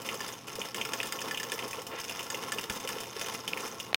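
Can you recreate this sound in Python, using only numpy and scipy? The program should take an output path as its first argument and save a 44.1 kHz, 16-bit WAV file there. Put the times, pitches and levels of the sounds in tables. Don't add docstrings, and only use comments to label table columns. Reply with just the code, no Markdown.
import sys
import numpy as np
from scipy import signal
from scipy.fft import rfft, irfft, next_fast_len
from scipy.io import wavfile
from scipy.ndimage import uniform_filter1d

SR = 44100
rng = np.random.default_rng(int(sys.argv[2]) if len(sys.argv) > 2 else 0)


def master(y):
    cut = np.clip(np.atleast_2d(y).T, -1, 1)
    pcm = np.round(cut * 32767)
    wavfile.write(sys.argv[1], SR, pcm.astype(np.int16))


N = 176400
TIME_S = np.arange(N) / SR

# freq_hz, gain_db
AIR_SPECTRUM = [(25, -30), (80, 6.5), (200, 12), (1000, -3), (4000, -10), (16000, -29)]
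# freq_hz, width_hz, lift_db
BODY_MODES = [(449, 12, 4.5), (538, 101, 9.5), (679.4, 20.6, 13), (916.5, 31, 5), (1035, 11.2, 11),
              (1093.6, 34, 10), (1350, 122, 10), (1736, 99, 7.5), (2063, 200, 6.5), (2480, 130, 7),
              (2828, 190, 8), (3097, 120, 6), (3580, 220, 8.5), (4880, 260, 7), (5317, 230, 11.5)]
# time_s, level_db
RUMBLE_LEVELS = [(0, -43), (.1, -40), (.28, -44.5), (.46, -56.5), (.475, -47.5), (.58, -39.5), (.73, -48.5),
                 (.77, -41.5), (1.2, -42), (1.85, -44.5), (2.9, -42.5), (3.11, -47.5), (3.28, -41.5),
                 (3.43, -46), (3.55, -39), (3.92, -48)]
# freq_hz, gain_db
RUMBLE_SPECTRUM = [(30, -45), (70, -23), (130, -12), (220, 1.5), (330, 0.5), (450, 4), (620, -12), (850, 3),
                   (1200, -3), (1700, -16.5), (2600, -18), (4500, -21.5)]
# start_s, level_db
ROCKS = [(0.155, -44), (0.584, -39), (0.757, -47.5), (1.336, -46), (1.441, -44), (1.536, -43), (1.653, -43),
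         (1.778, -41), (1.93, -40.5), (2.341, -41), (2.46, -45.5), (2.556, -41), (2.845, -38.5),
         (2.961, -38.5), (3.068, -45.5), (3.162, -41.5), (3.221, -45)]
# start_s, level_db, ring_hz, lift_db, lowpass_hz
KNOCKS = [(3.5339, -32.5, 2650, 18, 3380), (3.9300, -37, 2320, 7, 1680), (3.9453, -24.5, 2560, 9.5, 4900)]
# freq_hz, gain_db
KNOCK_SPECTRUM = [(80, -41), (400, -2), (1200, -9), (2200, -4.5), (4300, -1.5), (8000, -9.5), (16000, 2)]
# freq_hz, width_hz, lift_db
WIRE_MODES = [(13930, 360, 10.5), (14260, 100, 12), (14920, 100, 8)]
# freq_hz, gain_db
SHIMMER_SPECTRUM = [(3000, -18.5), (5300, 3.5), (12500, -16), (14200, 1)]
# freq_hz, width_hz, lift_db
TIP_MODES = [(6290, 460, 5), (7140, 83, 4), (9930, 200, 5), (10800, 670, 6.5)]
# freq_hz, gain_db
TIP_SPECTRUM = [(500, 4.5), (1500, 0.5), (3000, 6), (4200, 0.5), (6200, 6), (8500, 5.5), (12000, -2.5),
                (16000, 2)]
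# start_s, relative_db
TICKS = [(0.018, -42.5), (0.067, -41.5), (0.143, -38), (0.2795, -40), (0.471, -48), (0.5545, -39.5),
         (0.5967, -48), (0.652, -46), (0.7635, -41), (1.0578, -41), (1.0714, -39), (1.2061, -41),
         (1.5373, -39.5), (1.679, -41), (1.71, -39.5), (1.818, -42.5), (1.8672, -38.5), (2.0022, -40),
         (2.0418, -40), (2.229, -40), (2.6116, -40), (2.7228, -41), (2.759, -42), (2.8005, -41.5),
         (3.0035, -37.5), (3.1952, -40.5), (3.2127, -38), (3.3379, -41.5), (3.6044, -43.5), (3.677, -42)]
# start_s, ring_db, ring_hz, ping_db
TAPS = [(0.0892, -35, 2600, -44.5), (0.616, -36.5, 2740, -45), (0.784, -44, 2900, -51),
        (0.8136, -32.5, 2700, -41.5), (1.0018, -32.5, 2630, -48.5), (1.189, -41, 2850, -51),
        (1.345, -39, 2860, -61), (1.3737, -35.5, 3000, -42.5), (1.5905, -38.5, 2770, -46),
        (1.625, -43, 2540, -65), (1.731, -40.5, 2310, -46), (2.095, -38.5, 2980, -42.5),
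        (2.1926, -39, 2700, -42.5), (2.3453, -37, 2660, -45), (2.5845, -35, 3000, -45),
        (2.8751, -41, 2900, -39.5), (3.478, -35.5, 3330, -37.5), (3.573, -39, 2180, -44.5),
        (3.8, -40, 3330, -41)]
# start_s, level_db
CLANKS = [(0.205, -38.5), (0.7455, -37), (0.851, -36.5), (0.9346, -33.5), (1.0305, -36), (1.1235, -35),
          (1.2162, -39.5), (1.3107, -33.5), (1.3995, -37), (1.4312, -38.5), (1.5191, -33.5),
          (2.3018, -35.5), (2.5203, -32.5), (2.6983, -34.5), (2.89, -37)]
# freq_hz, width_hz, lift_db
CLANK_MODES = [(1755, 120, 9), (4820, 340, 7.5), (6550, 260, 6)]
# freq_hz, gain_db
CLANK_SPECTRUM = [(600, -22), (1400, 3.5), (3400, 2), (4100, -10.5), (7500, 1), (9000, -1), (11500, -13),
                  (16000, -10)]
# time_s, relative_db
SCRAPE_LEVELS = [(0, -43.5), (.34, -44.5), (.463, -60.5), (.472, -47.5), (.58, -41.5), (.72, -46),
                 (1.2, -45.5), (1.86, -48.5), (1.9, -76), (1.98, -38.5), (2.04, -41.5), (2.27, -45),
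                 (3.0, -45), (3.08, -47.5), (3.21, -37.5), (3.44, -47.5), (3.68, -42.5), (3.85, -44.5),
                 (3.92, -64)]
# freq_hz, gain_db
SCRAPE_SPECTRUM = [(700, -12.5), (1400, 0), (3200, 1), (4200, -4.5), (5500, -4), (6300, 3), (7300, -8.5),
                   (9000, -6), (9400, -14.5), (10600, -2), (11500, -10.5), (15500, -17)]


def from_db(db):
    return 10 ** (np.asarray(db) / 20)


def unit_rms(x):
    return x / np.sqrt(np.mean(x ** 2) + 1e-20)


def envelope(levels):
    return from_db(np.interp(TIME_S, *np.transpose(levels)))


def drift(corner_hz):
    pole = np.exp(-2 * np.pi * corner_hz / SR)
    slow = signal.lfilter([1], [1, -2 * pole, pole * pole], rng.standard_normal(N + SR))
    return unit_rms(slow[SR:])


def band(x, low_hz, high_hz):
    return signal.sosfilt(signal.butter(2, [low_hz, high_hz], "band", fs=SR, output="sos"), x)


def colour(x, spectrum, modes=()):
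    size = 2 * next_fast_len(len(x))
    hz = np.arange(size // 2 + 1) * SR / size
    knots_hz, knots_db = np.transpose(spectrum)
    db = np.interp(np.log(hz + 1), np.log(knots_hz), knots_db)
    db += sum(lift / (1 + (2 * (hz - centre) / width) ** 2) for centre, width, lift in modes)
    cepstrum = irfft(np.log(from_db(db)))
    cepstrum[1:size // 2] *= 2
    cepstrum[size // 2 + 1:] = 0
    return irfft(rfft(x, size) * np.exp(rfft(cepstrum)))[:len(x)]


def tail(t60_s, samples=6000):
    noise = rng.standard_normal(samples) * from_db(-60 * TIME_S[:samples] / t60_s)
    return noise / np.linalg.norm(noise)


def contact(t60_s, scatter_db):
    hit = from_db(scatter_db) * tail(t60_s)
    hit[0] = 1
    return hit


def varied(modes, spread_db=3):
    return [(hz, width_hz, lift_db + rng.normal(0, spread_db)) for hz, width_hz, lift_db in modes]


def add(out, start_s, level_db, x):
    start = int(start_s * SR)
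    event = from_db(level_db) * x / np.linalg.norm(x) * np.sqrt(SR / 50)
    out[start:start + len(x)] += event[:N - start]


def room_air(level_db=-53):
    return from_db(level_db) * unit_rms(colour(rng.standard_normal(N), AIR_SPECTRUM))


def mains_hum(pitch_hz=121.6, level_db=-61):
    return from_db(level_db) * unit_rms(np.sin(2 * np.pi * pitch_hz * TIME_S))


def shelf(pressure, force_db, swing_db=2.5, coupling=0.55, rock_hz=469):
    shaking = rng.standard_normal(N) * from_db(swing_db * pressure + coupling * force_db)
    out = envelope(RUMBLE_LEVELS) * unit_rms(colour(shaking, RUMBLE_SPECTRUM, BODY_MODES))
    for start_s, level_db in ROCKS:
        add(out, start_s, level_db, band(tail(t60_s=0.068), rock_hz / 1.17, rock_hz * 1.144))
    bump = band(tail(t60_s=0.051), low_hz=59, high_hz=270)
    add(out, start_s=2.699, level_db=-40.5, x=bump)
    return out


def knocks(width_hz=980):
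    out = np.zeros(N)
    for start_s, level_db, ring_hz, lift_db, lowpass_hz in KNOCKS:
        hit = contact(t60_s=0.013, scatter_db=-3)
        knock = colour(hit, KNOCK_SPECTRUM, [(ring_hz, width_hz, lift_db)])
        add(out, start_s, level_db, signal.lfilter(*signal.butter(2, lowpass_hz, fs=SR), knock))
    return out


def rub(start_s=1.915, end_s=1.998, level_db=-44):
    gate = uniform_filter1d(1. * ((TIME_S > start_s) & (TIME_S < end_s)), size=200)
    friction = band(rng.standard_normal(N), low_hz=1280, high_hz=2950)
    return from_db(level_db) * gate * unit_rms(colour(friction, [(1000, 0)], BODY_MODES))


def shimmer():
    return colour(tail(t60_s=0.32), SHIMMER_SPECTRUM, varied(WIRE_MODES))


def add_ping(out, start_s, level_db, shimmer_db=-8):
    hit = contact(t60_s=0.07, scatter_db=9)
    add(out, start_s, level_db, colour(hit, TIP_SPECTRUM, [*BODY_MODES, *varied(TIP_MODES)]))
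    add(out, start_s, level_db + shimmer_db, shimmer())


def ticks(gain_db=-2.5):
    out = np.zeros(N)
    for start_s, relative_db in TICKS:
        add_ping(out, start_s, relative_db + gain_db)
    return out


def taps(edge_ratio=1.218):
    out = np.zeros(N)
    for start_s, ring_db, ring_hz, ping_db in TAPS:
        hit = contact(t60_s=0.037, scatter_db=3)
        body = colour(hit, spectrum=[(3500, 7.5), (4200, -13.5)], modes=BODY_MODES)
        add(out, start_s, ring_db, band(body, ring_hz / edge_ratio, ring_hz * edge_ratio))
        add_ping(out, start_s, ping_db)
    return out


def clanks(shimmer_db=-10.5):
    out = np.zeros(N)
    for start_s, level_db in CLANKS:
        hit = contact(t60_s=0.032, scatter_db=8.5)
        add(out, start_s, level_db, colour(hit, CLANK_SPECTRUM, [*BODY_MODES, *varied(CLANK_MODES)]))
        add(out, start_s, level_db + shimmer_db, shimmer())
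    return out


def bounce_force_db(flight_s=0.021, flight_db=-5.5, chatter_s=0.08, chatter_db=4):
    force_db = np.zeros(N)
    for start_s, _ in CLANKS:
        age_s = TIME_S - start_s
        flight = flight_db * np.exp(-(age_s / flight_s) ** 2)
        chatter = chatter_db * np.exp(-abs(age_s) / chatter_s)
        force_db += np.where(age_s < 0, flight, chatter)
    return force_db


def glints(rate_per_s=35, pitches_hz=(5430, 6200, 6240), width_hz=1100, relative_db=-9, spread_db=3.5):
    out = np.zeros(N)
    tries, duration_s = 400, N / SR
    for when, chance, pick, strength in rng.random((tries, 4)):
        pitch_hz = pitches_hz[int(pick * len(pitches_hz))]
        hit = contact(t60_s=0.0078, scatter_db=0)
        if chance < rate_per_s * duration_s / tries:
            ping = band(hit, pitch_hz - width_hz / 2, pitch_hz + width_hz / 2)
            add(out, when * duration_s, relative_db + spread_db * (2 * strength - 1), ping)
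    return out * envelope(SCRAPE_LEVELS)


def scrape(pressure, slips_per_s=1150, spread_db=5.5, swing_db=3,
           t60_s=0.013, scatter_db=8.5, gain_db=-1.6):
    sizes = from_db(spread_db * np.minimum(rng.exponential(1, N), 3.5)) * rng.choice([-1, 1], N)
    slips = sizes * (rng.random(N) < slips_per_s / SR) * from_db(swing_db * pressure)
    energy_decay = from_db(-120 / (t60_s * SR))
    energy = signal.lfilter([1 - energy_decay], [1, -energy_decay], slips ** 2)
    reflections = from_db(scatter_db) * np.sqrt(energy) * rng.standard_normal(N)
    scraping = colour(slips + reflections, SCRAPE_SPECTRUM, [*BODY_MODES, *WIRE_MODES])
    return from_db(gain_db) * envelope(SCRAPE_LEVELS) * unit_rms(scraping)


def scene(reverb_db=-10):
    pressure, force_db = drift(corner_hz=22.5), bounce_force_db()
    sliding = (scrape(pressure) + glints()) * from_db(force_db)
    wires = sliding + rub() + ticks() + taps() + clanks()
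    reverb = from_db(reverb_db) * signal.fftconvolve(wires, tail(t60_s=0.37, samples=16000))[:N]
    return (room_air() + mains_hum() + shelf(pressure, force_db) + knocks() + reverb + wires)[None]


def record(dry, stop_s=3.957, cutoff_hz=15900):
    lowpass = signal.ellip(10, .3, 70, cutoff_hz, fs=SR, output="sos")
    return signal.sosfilt(lowpass, dry * (TIME_S < stop_s))


dry = scene()
out = record(dry)
master(out)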